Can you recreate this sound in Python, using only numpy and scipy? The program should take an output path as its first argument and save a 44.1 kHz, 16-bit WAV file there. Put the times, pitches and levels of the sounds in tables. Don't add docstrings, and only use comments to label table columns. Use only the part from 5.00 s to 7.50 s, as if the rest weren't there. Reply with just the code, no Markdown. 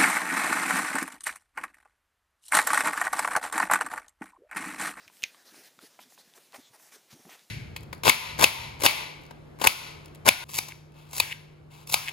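import sys
import numpy as np
from scipy import signal
from scipy.fft import rfft, irfft, next_fast_len
from scipy.io import wavfile
from scipy.ndimage import uniform_filter1d

SR = 44100
rng = np.random.default_rng(int(sys.argv[2]) if len(sys.argv) > 2 else 0)


def generate_wav(sig):
    pcm = np.round(np.clip(np.atleast_2d(sig).T, -1, 1) * 32767).astype(np.int16)
    wavfile.write(sys.argv[1], SR, pcm)


N = 110250


def undb(db):
    return 10 ** (np.asarray(db) / 20)


def unit(x):
    return x / np.sqrt(np.mean(x ** 2) + 1e-20)


def colour(x, points):
    hz, db = np.array(points, float).T
    freqs = np.fft.rfftfreq(len(x), 1 / SR) + 1
    return irfft(rfft(x) * undb(np.interp(np.log(freqs), np.log(hz), db)), len(x))


def add(track, start_s, sound):
    i = int(np.clip(start_s * SR, 0, N - 1))
    track[i:i + len(sound)] += sound[:N - i]


def swell(t, length, attack, release):
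    rise = np.sin(np.pi / 2 * np.clip(t / attack, 0, 1))
    return rise * np.sin(np.pi / 2 * np.clip((length - t) / release, 0, 1))


def ring(t, hz, t60):
    return np.sin(2 * np.pi * hz * t) * np.exp(-np.log(1000) * t / t60)


def grains(per_s, spread_db):
    impulses = (rng.random(N) < per_s / SR) * np.sign(rng.standard_normal(N))
    return impulses * undb(spread_db * np.minimum(rng.exponential(size=N), 2 * np.pi))


# freq_hz, level_db
HAIR_HISS = [(1200, -15), (2100, -4.5), (3800, 0), (6300, 1), (8000, -5.5), (15000, -36)]
TIP_SIZZLE = [(3500, -50), (6500, -10), (9700, 1), (12000, -4.5), (14000, -1), (16000, -9)]
SKIN_RUB = [(80, -43), (200, -12), (450, -1.5), (700, 0.5), (1200, -3), (1800, 1), (2500, -5.5),
            (4000, -22.5), (9000, -42)]
# start_s, length_s, hiss_db, sizzle_db, rub_db, centre_hz
FUR_PUSHES = [(-.02, 0.082, -65.5, -74, -63.5, 5000), (0.121, 0.17, -67, -62, -72.5, 3280),
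              (0.286, 0.15, -66, -70.5, -67, 4340), (0.452, 0.075, -59.5, -60.5, -65, 4000),
              (0.529, 0.098, -59, -59.5, -62, 5440), (0.627, 0.061, -57.5, -60.5, -62, 3670),
              (0.81, 0.069, -58, -60.5, -62.5, 3600), (.9, 0.062, -67.5, -76, -70.5, 5500),
              (0.998, 0.046, -56.5, -60.5, -66.5, 3600), (1.095, 0.063, -64, -63, -74.5, 6460),
              (1.178, 0.045, -58, -63, -63.5, 3760), (1.235, 0.08, -70.5, -70.5, -71.5, 3600),
              (1.347, 0.045, -63, -61, -59.5, 790), (1.393, 0.086, -67.5, -66, -74.5, 2380),
              (1.537, 0.025, -56.5, -58, -50, 1080), (1.555, .018, -53, -55, -57, 6000),
              (1.59, 0.033, -63.5, -64.5, -65, 615), (1.623, 0.073, -63.5, -74, -75, 3800),
              (1.731, 0.037, -62, -62, -59.5, 960), (1.789, 0.11, -64, -61.5, -66, 6300),
              (1.917, 0.051, -56.5, -58, -59, 6040), (2.102, 0.044, -57.5, -61, -62.5, 2340),
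              (2.154, 0.18, -66, -66.5, -69, 5650), (2.293, 0.071, -56.5, -57.5, -56, 2750),
              (2.37, 0.076, -66.5, -70, -75.5, 4140)]


def fur():
    hairs = colour(grains(per_s=14000, spread_db=2.5), HAIR_HISS)
    tips = unit(colour(grains(per_s=14000, spread_db=2.5), TIP_SIZZLE))
    skin = colour(grains(per_s=4000, spread_db=1.5), SKIN_RUB)
    out, t = np.zeros(N), np.arange(N) / SR
    for start, length, hiss_db, sizzle_db, rub_db, centre_hz in FUR_PUSHES:
        span = np.flatnonzero(abs(t - start - length / 2) < .2)
        tuft = (span + rng.integers(N)) % N
        hiss = undb(hiss_db) * muzzle_gap(hairs[tuft], centre_hz)
        sizzle = undb(sizzle_db) * tips[tuft]
        rub = undb(rub_db) * muzzle_gap(skin[tuft], centre_hz)
        out[span] += push(t[span] - start, length) * (hiss + sizzle + rub)
    return shifting_tufts(out)


def push(t, length, edge_s=0.019, arch_db=2, stir_s=0.013, settle_s=0.034):
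    edges = swell(t + edge_s / 2, length + edge_s, edge_s, edge_s) ** 2
    arch = undb(arch_db * (np.sin(np.pi * np.clip(t / length, 0, 1)) - 1))
    outer_hairs = undb(-8) * np.exp(np.minimum(t, 0) / stir_s - np.maximum(t - length, 0) / settle_s)
    return np.maximum(edges * arch, outer_hairs)


def muzzle_gap(x, centre_hz, lift_db=5, width_octaves=0.33):
    size = next_fast_len(len(x))
    octaves = np.log2((np.fft.rfftfreq(size, 1 / SR) + 1) / centre_hz)
    resonance = undb(lift_db * np.exp(-(octaves / width_octaves) ** 2))
    return unit(irfft(rfft(x, size) * resonance, size)[:len(x)])


def wander(per_s):
    size = int(SR / per_s)
    steps = np.repeat(rng.standard_normal(256), size)[:N]
    return 0.81 * uniform_filter1d(steps, size)


def shifting_tufts(x, count=22, top_hz=15400):
    band_index = np.interp(np.sqrt(np.fft.rfftfreq(N, 1 / SR)), [0, np.sqrt(top_hz)], [0, count - 1])
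    spectrum = rfft(x)
    bands = (irfft(spectrum * np.maximum(1 - abs(band_index - k), 0), N) for k in range(count))
    return sum(band * undb(4 * wander(per_s=26)) for band in bands)


# pitch_ratio, level_db, t60_s
MOUTH_MODES = [(.85, -14, 0.04), (1, 7, 0.0077), (1.2, -12, 0.017), (1.48, -2.5, 0.0078),
               (2.08, -5, 0.0068), (2.58, -2.5, 0.0074), (4.25, -7, 0.0029)]
# start_s, level_db, tilt_db_per_octave, crack_relative_db, pitch_hz
SEAL_SNAPS = [(0.0786, -39, -4.5, -4, 2520), (0.083, -42.5, -6, -13, 2200), (0.2226, -37, -3, -4, 2730),
              (0.2314, -26, -2.5, -1.5, 3020), (0.2374, -14, 1.5, -12, 2525), (0.2401, -32, -17, -19, 2390),
              (0.2418, -25, -8, -27, 2420)]


def smack(rise_s=0.00028, crack_s=0.00098, low_hz=1950):
    out, t = np.zeros(N), np.arange(SR // 20) / SR
    lips = signal.butter(2, low_hz, "high", fs=SR, output="sos")
    rise = (1 - np.exp(-t / rise_s)) ** 2
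    for start, level_db, tilt, crack_db, pitch_hz in SEAL_SNAPS:
        modes = sum(undb(mode_db + tilt * max(np.log2(ratio), 0)) * ring(t, ratio * pitch_hz, t60)
                    for ratio, mode_db, t60 in MOUTH_MODES)
        crack = undb(crack_db) * rng.standard_normal(len(t)) * np.exp(-t / crack_s)
        add(out, start, undb(level_db) * (signal.sosfilt(lips, modes * rise) + crack * rise))
    return out


# freq_hz, level_db
SMACK_TAIL = [(1500, -12.5), (2100, 1), (2800, 3.5), (4200, -0.5), (6400, -1), (8500, -37)]


def smack_reflections(start_s=.238, level_db=-43.5, t60_s=0.17):
    t = np.arange(N) / SR - start_s
    fade = (t > 0) * np.exp(-np.log(1000) * abs(t) / t60_s)
    return undb(level_db) * fade * unit(colour(grains(per_s=4100, spread_db=1.5), SMACK_TAIL))


# pitch_ratio, level_db, t60_cycles
TONGUE_MODES = [(1.002, -5.5, 17.4), (1.45, 0.5, 5.9), (2.4, -8, 29)]
# start_s, level_db, pitch_hz
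TONGUE_CLICKS = [(0.0995, -44, 970), (.170, -41, 3180), (0.3463, -41.5, 1230), (.544, -45.5, 870),
                 (0.7905, -36, 1435), (.9908, -35.5, 820), (0.9939, -37, 990), (1.123, -47, 775),
                 (1.178, -41.5, 1040), (1.338, -38, 3600), (1.3775, -42, 700), (1.5232, -37, 4370),
                 (1.5315, -41.5, 1090), (1.5446, -33, 1300), (1.5478, -34.5, 774), (1.5603, -35, 814),
                 (1.799, -48, 1030), (1.923, -43.5, 1160), (2.253, -43.5, 760), (2.293, -39.5, 780),
                 (2.394, -39, 3860)]


def tongues(scatter=.03, wet_db=-12, wet_s=0.0004, band_hz=(410, 8700)):
    out, t = np.zeros(N), np.arange(SR // 40) / SR
    band = signal.butter(2, band_hz, "band", fs=SR, output="sos")
    for start, level_db, pitch_hz in TONGUE_CLICKS:
        modes = np.zeros(len(t))
        for ratio, mode_db, cycles in TONGUE_MODES:
            mode_hz = pitch_hz * ratio
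            detune = 1 + scatter * rng.standard_normal()
            modes += undb(mode_db) * ring(t, mode_hz * detune, cycles / mode_hz)
        wet = undb(wet_db) * rng.standard_normal(len(t)) * np.exp(-t / wet_s)
        rise = 1 - np.exp(-2 * np.pi * pitch_hz * t)
        add(out, start, signal.sosfilt(band, undb(level_db) * (modes + wet) * rise))
    return out


# start_s, length_s, level_db, pitch_hz
LOW_THUDS = [(.05, 0.033, -72, 111), (0.236, 0.0061, -61, 375), (0.516, 0.034, -64, 277),
             (.558, 0.074, -63.5, 310), (0.773, 0.027, -67, 212), (0.824, 0.035, -57, 341),
             (0.999, 0.062, -71, 240), (1.052, 0.037, -67.5, 270), (1.274, 0.013, -66, 212),
             (1.372, 0.024, -62.5, 390), (1.58, 0.028, -54.5, 250), (1.697, 0.026, -70.5, 146),
             (1.945, 0.031, -62, 407), (2.123, 0.025, -55.5, 176), (2.145, 0.035, -61, 293),
             (2.191, 0.023, -62.5, 270), (2.248, 0.047, -56, 250)]


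def low_thuds(attack_s=0.011, relative_width=0.62):
    out, t = np.zeros(N), np.arange(SR // 2) / SR
    freqs = np.fft.rfftfreq(len(t), 1 / SR) + 1
    for start, length, level_db, pitch_hz in LOW_THUDS:
        body = 1 / (1 + 1j * (freqs / pitch_hz - pitch_hz / freqs) / relative_width) ** 2
        rumble = irfft(rfft(rng.standard_normal(len(t))) * body, len(t))
        thud = rumble * swell(t, length, attack_s, release=0.92 * length)
        add(out, start, undb(level_db) * unit(thud[:int(length * SR) + 1]))
    return out


# freq_hz, level_db
ROOM_TAIL = [(200, -6.5), (1500, 10.5), (2500, 0), (6500, -4.5), (12000, -19)]


def room(x, level_db=-22.5, t60_s=0.19, delay_s=0.006):
    t = np.arange(SR // 2) / SR
    reflections = unit(colour(rng.standard_normal(len(t)), ROOM_TAIL))
    tail = reflections * np.exp(-np.log(1000) * t / t60_s) * (t > delay_s)
    return x + undb(level_db) * signal.fftconvolve(x, tail / np.sqrt(np.sum(tail ** 2)))[:N]


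# freq_hz, level_db
ROOM_TONE = [(25, -25), (60, -31), (130, -7), (250, -2.5), (600, -5), (1400, -9.5), (3000, -8), (6000, -9),
             (10000, -12), (15000, -14)]


def room_tone(level_db=-64.5):
    return undb(level_db) * unit(colour(rng.standard_normal(N), ROOM_TONE))


def scene():
    mono = room(fur() + smack() + smack_reflections() + tongues() + low_thuds()) + room_tone()
    return np.array([mono, mono])


def record(dry):
    low_cut = signal.butter(2, 55, "high", fs=SR, output="sos")
    high_cut = signal.ellip(10, .2, 70, 15400, fs=SR, output="sos")
    return signal.sosfilt(high_cut, signal.sosfilt(low_cut, dry))


dry = scene()
out = record(dry)
generate_wav(out)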